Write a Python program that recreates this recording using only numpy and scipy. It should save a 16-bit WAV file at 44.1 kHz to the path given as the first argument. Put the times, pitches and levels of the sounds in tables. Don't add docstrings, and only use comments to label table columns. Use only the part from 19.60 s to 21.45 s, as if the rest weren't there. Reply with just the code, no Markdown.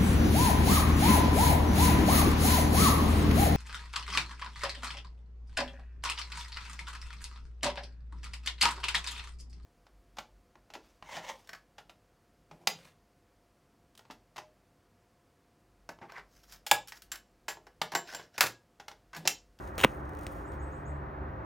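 import sys
import numpy as np
from scipy import signal
from scipy.fft import rfft, irfft, next_fast_len
from scipy.io import wavfile
from scipy.ndimage import uniform_filter1d, map_coordinates

SR = 44100
rng = np.random.default_rng(int(sys.argv[2]) if len(sys.argv) > 2 else 0)


def field_ratio(decibels):
    return 10 ** (np.asarray(decibels, dtype=float) / 20)


def dump_mix(stems):
    frames = np.atleast_2d(stems).T
    limited = np.clip(frames, -1, 1)
    pcm = np.round(limited * 32767).astype(np.int16)
    wavfile.write(sys.argv[1], SR, pcm)


N = 81585


def unit(x):
    return x / np.sqrt(np.mean(x ** 2) + 1e-20)


def along(points, hz):
    f, v = np.transpose(points)
    return np.interp(np.log(hz + 1), np.log(f + 1), v)


def filtered(x, response):
    m = next_fast_len(N + 8192)
    return irfft(rfft(x, m) * response(np.fft.rfftfreq(m, 1 / SR)), m)[..., :N]


def coloured(x, spectrum):
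    mean = np.sqrt(np.mean(field_ratio(along(spectrum, np.linspace(0, SR / 2, 999))) ** 2))
    return filtered(x, lambda hz: field_ratio(along(spectrum, hz)) / mean)


def wobble(rate):
    return map_coordinates(rng.standard_normal(N // 20), [np.arange(N) * rate / SR])


def since(s):
    t = np.arange(N) / SR - s
    return np.maximum(t, 0), t >= 0


def ring(s, modes):
    t, on = since(s)
    return on * sum(field_ratio(db - 60 * t / t60) * np.sin(2 * np.pi * hz * t) for hz, db, t60 in modes)


def crackle(rate, spread_db, bed):
    spike_db = np.minimum(spread_db * rng.exponential(size=N), 15)
    spikes = (rng.random(N) < rate / SR) * field_ratio(spike_db)
    return unit(rng.standard_normal(N) * (bed + uniform_filter1d(spikes, size=12) * 12))


def echo(x, t60s, wait_s):
    hz, t, z = signal.stft(rng.standard_normal(SR // 2), SR, nperseg=128)
    tail = signal.istft(z * field_ratio(-60 * t / along(t60s, hz)[:, None]), SR, nperseg=128)[1]
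    return signal.fftconvolve(np.pad(x, (round(wait_s * SR), 0)), tail / np.linalg.norm(tail))[:N]


def road():
    # frequency in Hz, level in dB.
    road_spectrum = [(15, -49.5), (30, -14), (42, -10), (59, -1.5), (140, -12), (268, -17), (386, -10.5),
                     (488, -24.5), (515, -16.5), (1900, -26), (2470, -44), (4180, -120)]
    # frequency in Hz, likeness of left and right from -1 to 1.
    road_alike = [(30, .997), (90, 0.98), (180, 0.8), (500, 0.95), (720, -0.38), (1400, -0.43),
                  (1750, 0.74), (2100, .92)]

    def mid_and_side(hz):
        angle = np.arccos(np.clip(along(road_alike, hz), -1, 1)) / 2
        return field_ratio(along(road_spectrum, hz)) * [np.ones(len(hz)), np.tan(np.minimum(angle, 1.2))]

    swell = field_ratio(0.34 * wobble(9.1) + 0.27 * wobble(25))
    mid, side = filtered(rng.standard_normal((2, N)) * swell, mid_and_side)
    return field_ratio(-42.5) * np.array([mid + side, mid - side]) / np.std(mid)


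def open_air():
    # frequency in Hz, level in dB.
    air_spectrum = [(1500, -30), (1900, -12.5), (2400, -5.5), (3100, -16), (4200, -22), (4700, -27),
                    (11500, -41), (13500, -29.5)]
    return field_ratio(-69) * unit(coloured(rng.standard_normal(N), [(1200, -66.0)] + air_spectrum))


def hum():
    # frequency in Hz, level in dB, width in Hz.
    hum_lines = [(69.5, -46, 9), (141, -50, 3), (297, -53.5, 2.5), (522, -58, 4)]
    # time in seconds, lowest line in dB, second line in dB.
    engine_swell = [(0, -30, -28), (.45, 2.5, -1.5), (.75, -20, -32), (0.949, 3, -2.5), (1.1, 0.5, 1.5),
                    (1.16, -10, -0.5), (1.3, 7, 3), (1.5, -8, 2), (1.7, 4.5, -1), (1.85, -13, -8.5)]
    # time in seconds, level in dB.
    fan_swell = [(0, -2), (.45, -2), (.7, 2.5), (1.15, 3), (1.35, -5), (1.7, -4), (1.85, 0)]
    sway_db, sway_rad = 1.6, 0.6
    t = np.arange(N) / SR
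    lines = []
    for hz, db, width_hz in hum_lines:
        strength = field_ratio(db + sway_db * wobble(width_hz)) * np.sqrt(2)
        lines.append(strength * np.sin(2 * np.pi * hz * t + sway_rad * wobble(width_hz)))
    s, *swells_db = np.transpose(engine_swell)
    engine = sum(field_ratio(np.interp(t, s, db)) * line for db, line in zip(swells_db, lines))
    fan = field_ratio(np.interp(t, *np.transpose(fan_swell))) * lines[3]
    return engine + lines[2] + fan


def slag():
    # time in seconds, level in dB.
    fizz_spells = [
        [(0.0, -69), (0.066, -69.5), (0.076, -65), (0.122, -81), (0.158, -70), (0.166, -72), (0.172, -78)],
        [(0.27, -64), (0.366, -76), (0.418, -79), (0.584, -76), (0.59, -60), (0.602, -72), (0.632, -66),
         (0.655, -73)],
        [(0.682, -72.5), (0.71, -70), (0.716, -69), (0.912, -79), (0.934, -71), (0.982, -81.5), (1.2, -81.5),
         (1.32, -97), (1.45, -100)],
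    ]
    # frequency in Hz, level in dB.
    slag_spectrum = [(1500, 0.5), (3000, -1.5), (4700, -5), (6500, -1), (8300, -3), (10000, -3.5),
                     (11500, -6), (14000, -4.5)]
    s, db = np.transpose([row for spell in fizz_spells for row in spell])
    fizz_db = np.interp(np.arange(N) / SR, s, db, right=-120) + 5.5 + 1.6 * wobble(60)
    return coloured(field_ratio(fizz_db) * crackle(2500, 4, bed=3.1), slag_spectrum)


def arc():
    # start in seconds, length in seconds, level in dB.
    burns = [
        (0.181, 0.067, -38),
        (0.2345, .0125, -28),
    ]
    # start in seconds, click in dB.
    sparks = [(.0742, -55), (.1545, -55), (.1808, -21), (.1939, -22), (.2030, -21), (.2125, -21),
              (.2160, -23), (.2254, -31), (.2369, -17), (.2399, -8), (.2422, -16), (.2472, -8)]
    # dB under the click, t60 in seconds.
    puffs = [(-2, 0.011), (-2, .01), (11, .015), (21, .006), (12, .006), (12.5, 0.024), (11.5, .005),
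             (4, .008), (26, 0.0044), (22, .006), (11.5, .004), (25, .016)]
    # frequency in Hz, level in dB.
    arc_spectrum = [(150, -6.5), (600, 1.5), (3900, -6), (4700, -21.5), (6800, -8.5), (8500, -16),
                    (11500, -9.5), (13500, -17)]
    spark_spectrum = [(700, -38.5), (2000, 1.5), (3600, -5.5), (4800, -4.5), (6500, -4.5), (10000, -6.5),
                      (11600, -25), (14000, -3.5)]
    rise_s, die_t60_s = 0.0016, 0.0045
    burn, hiss, clicks = 0, 0, np.zeros(N)
    for s, length_s, db in burns:
        t, on = since(s)
        decay_db = 60 * np.maximum(t - length_s, 0) / die_t60_s
        burn = burn + on * (1 - np.exp(-t / rise_s)) * field_ratio(db - decay_db)
    for (s, click_db), (under_db, t60) in zip(sparks, puffs):
        t, on = since(s)
        hiss = hiss + on * field_ratio(click_db - under_db - 60 * t / t60)
        clicks[round(s * SR)] = field_ratio(click_db)
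    plasma = coloured(burn * crackle(1300, 3, bed=1.5), arc_spectrum)
    return plasma + coloured(clicks + hiss * rng.standard_normal(N), spark_spectrum)


def pops():
    # start in seconds, frequency in Hz, peak in dB, t60 in seconds.
    chatter = [(.1806, 1900, -25, .003), (.1810, 480, -26, .025), (.1938, 2800, -22, .003),
               (.2028, 2700, -18, .003), (.2123, 2600, -21, .004), (.2134, 3200, -24, .004),
               (.2351, 1900, -20, .012), (.2356, 2300, -18, .01), (.2368, 2700, -13, .01),
               (.2381, 1700, -14, .004), (.2387, 1100, -12, .005), (.2464, 1450, -9, .004),
               (.6670, 2300, -35, .003), (.6678, 650, -33, .008)]
    # start in seconds, frequency in Hz, peak in dB, t60 in seconds.
    sag = [
        (.2416, 250, -20, .02),
        (.2491, 215, -12.5, .026),
        (.2533, 125, -20, .025),
        (.2496, 2000, -23, .012),
        (.2555, 1200, -28, .015),
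    ]
    pop_starts = [.23988, .24723]
    # pop level in dB, thump in dB.
    pop_levels = [
        (-4.5, -3),
        (-2.5, -1),
    ]
    # frequency in Hz, level in dB, t60 in seconds.
    snap_modes = [(2350, 0, .0028), (3100, -9, .0025)]
    thump_modes = [(390, -15, 0.016), (505, -7.5, 0.019), (700, -14, 0.009), (970, -4, .008),
                   (1500, -15, .012)]
    thump_lag_s = 0.00016
    blows = sum(ring(s, [mode]) for s, *mode in chatter + sag)
    for s, (db, thump_db) in zip(pop_starts, pop_levels):
        thump = field_ratio(thump_db) * ring(s + thump_lag_s, thump_modes)
        blows = blows + field_ratio(db) * (thump - ring(s, snap_modes))

    def blow_tone(hz):
        bass_cut = 1j * hz / (130 + 1j * hz)
        above = (1 + np.tanh((hz - 4150) / 150)) / 2
        return bass_cut * field_ratio(-14 * above)

    return filtered(blows, blow_tone)


def spits():
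    # start in seconds, click in dB, puff in dB under the click, puff t60 in seconds, brightness 0 to 1.
    bursts = [(.2485, -36, 1, 0.016, 0.8), (.315, -52, 12, .005, 1), (.323, -52, 12, .005, 1),
              (0.3362, -49, 10, .008, 1), (.344, -48, 9, .006, 1), (.349, -48, 8, .006, 0.9),
              (.363, -54, 5, .006, 1), (.370, -46.5, 10, .006, 1), (.375, -52, 8, .008, 0.9),
              (.358, -51, 10, .005, 1), (.396, -55, 9, .006, 1), (0.402, -54, 10, .006, 0.1),
              (.452, -53.5, 8, 0.028, 0), (0.493, -49.5, 8, 0.026, .3), (0.5347, -45, 12, .004, 0.4),
              (0.5509, -43.5, 4, .004, 0.15), (0.571, -54, 1, 0.014, 0.4), (0.5906, -44.5, 8, .015, .4),
              (.611, -52, 3, 0.019, 0.5), (.623, -57, 2, .01, .5), (.645, -55, 2, .012, .5),
              (.6335, -51, -2, 0.012, .4), (0.6668, -36, -5, 0.0038, 0), (0.6672, -21.5, 28.5, 0.06, 0.02),
              (.716, -59, 1, 0.14, 0.9), (.92, -45, 9, 0.0077, 0.1), (0.936, -57, 7, .004, .4)]
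    # frequency in Hz, level in dB.
    dull_spectrum = [(900, -25), (2000, 6), (4500, -3.5), (6600, 0), (9000, -7), (11500, -15), (13500, -14),
                     (16000, -4.5)]
    bright_spectrum = [(3000, -30), (7000, -22), (9500, 2), (11500, -7), (13500, -2), (16000, -4.5)]
    white, noise = np.zeros((2, N)), rng.standard_normal(N)
    for s, click_db, under_db, t60, bright in bursts:
        t, on = since(s)
        burst = on * field_ratio(click_db - under_db - 60 * t / t60) * noise
        burst[round(s * SR)] += field_ratio(click_db)
        white = white + np.outer(np.sqrt([1 - bright, bright]), burst)
    return coloured(white[0], dull_spectrum) + coloured(white[1], bright_spectrum)


def bird():
    # start in seconds, first pitch in Hz, top pitch in Hz.
    whistles = [
        (.848, 6500, 8500),
        (.99, 6200, 8250),
        (1.112, 5950, 8300),
        (1.249, 6200, 8200),
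    ]
    whistle_levels = [-74, -72.5, -74.5, -72.5]
    length_s, rise_s, fade_db, flutter_db = 0.062, 0.012, 5, 3.5
    trees_t60_s, trees_db = 0.3, 1.5
    out = 0
    for (s, low_hz, top_hz), db in zip(whistles, whistle_levels):
        t, on = since(s)
        left = np.clip(1 - t / length_s, 0, 1)
        shape = on * np.minimum(t / rise_s, 1) * np.minimum(left * 6, 1)
        shape = shape * field_ratio(db + fade_db * left + flutter_db * wobble(170))
        pitch_hz = top_hz - (top_hz - low_hz) * left ** 2
        note = np.sqrt(2) * shape * np.sin(2 * np.pi * np.cumsum(pitch_hz) / SR)
        scattered = echo(note * field_ratio(flutter_db * wobble(400)), [(7000, trees_t60_s)], 0.0039)
        out = out + note + field_ratio(trees_db) * scattered
    return out


def scene():
    # frequency in Hz, t60 of the yard in seconds.
    yard_t60s = [(200, 0.083), (2500, 0.14), (10000, 0.057)]
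    near = slag() + arc() + pops() + spits()
    yard = field_ratio(-26.5) * echo(near, yard_t60s, 0.006)
    return near + yard + bird() + hum() + open_air() + road()


def band_limit(x):
    return signal.sosfilt(signal.butter(12, 16620, fs=SR, output="sos"), x)


def record(dry):
    # frequency in Hz, lead of the left port in radians.
    port_lead = [(20, 0.12), (500, -0.22), (1200, -1), (1580, 1), (1850, 1), (3300, 0.49), (5000, 0.39),
                 (6500, 0), (7250, 1.2), (7500, 3.14), (7750, 4.8), (9500, 6), (10700, 3.5), (11800, 3.5),
                 (13800, -0.1), (15200, 1.5)]
    # frequency in Hz, left minus right in dB.
    left_louder = [(300, 0), (700, -.6), (1550, -1.2), (1900, 2.5), (2500, .5), (5000, 0)]
    # frequency in Hz, level in dB.
    top_cut = [(15850, 0), (16050, -24), (16550, -28), (16620, -120)]

    def ports(hz):
        split = 1j * along(port_lead, hz) + np.log(field_ratio(along(left_louder, hz)))
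        return field_ratio(along(top_cut, hz)) * np.exp(0.5 * np.outer([1, -1], split))

    return band_limit(filtered(dry, ports))


dry = scene()
out = record(dry)
dump_mix(out)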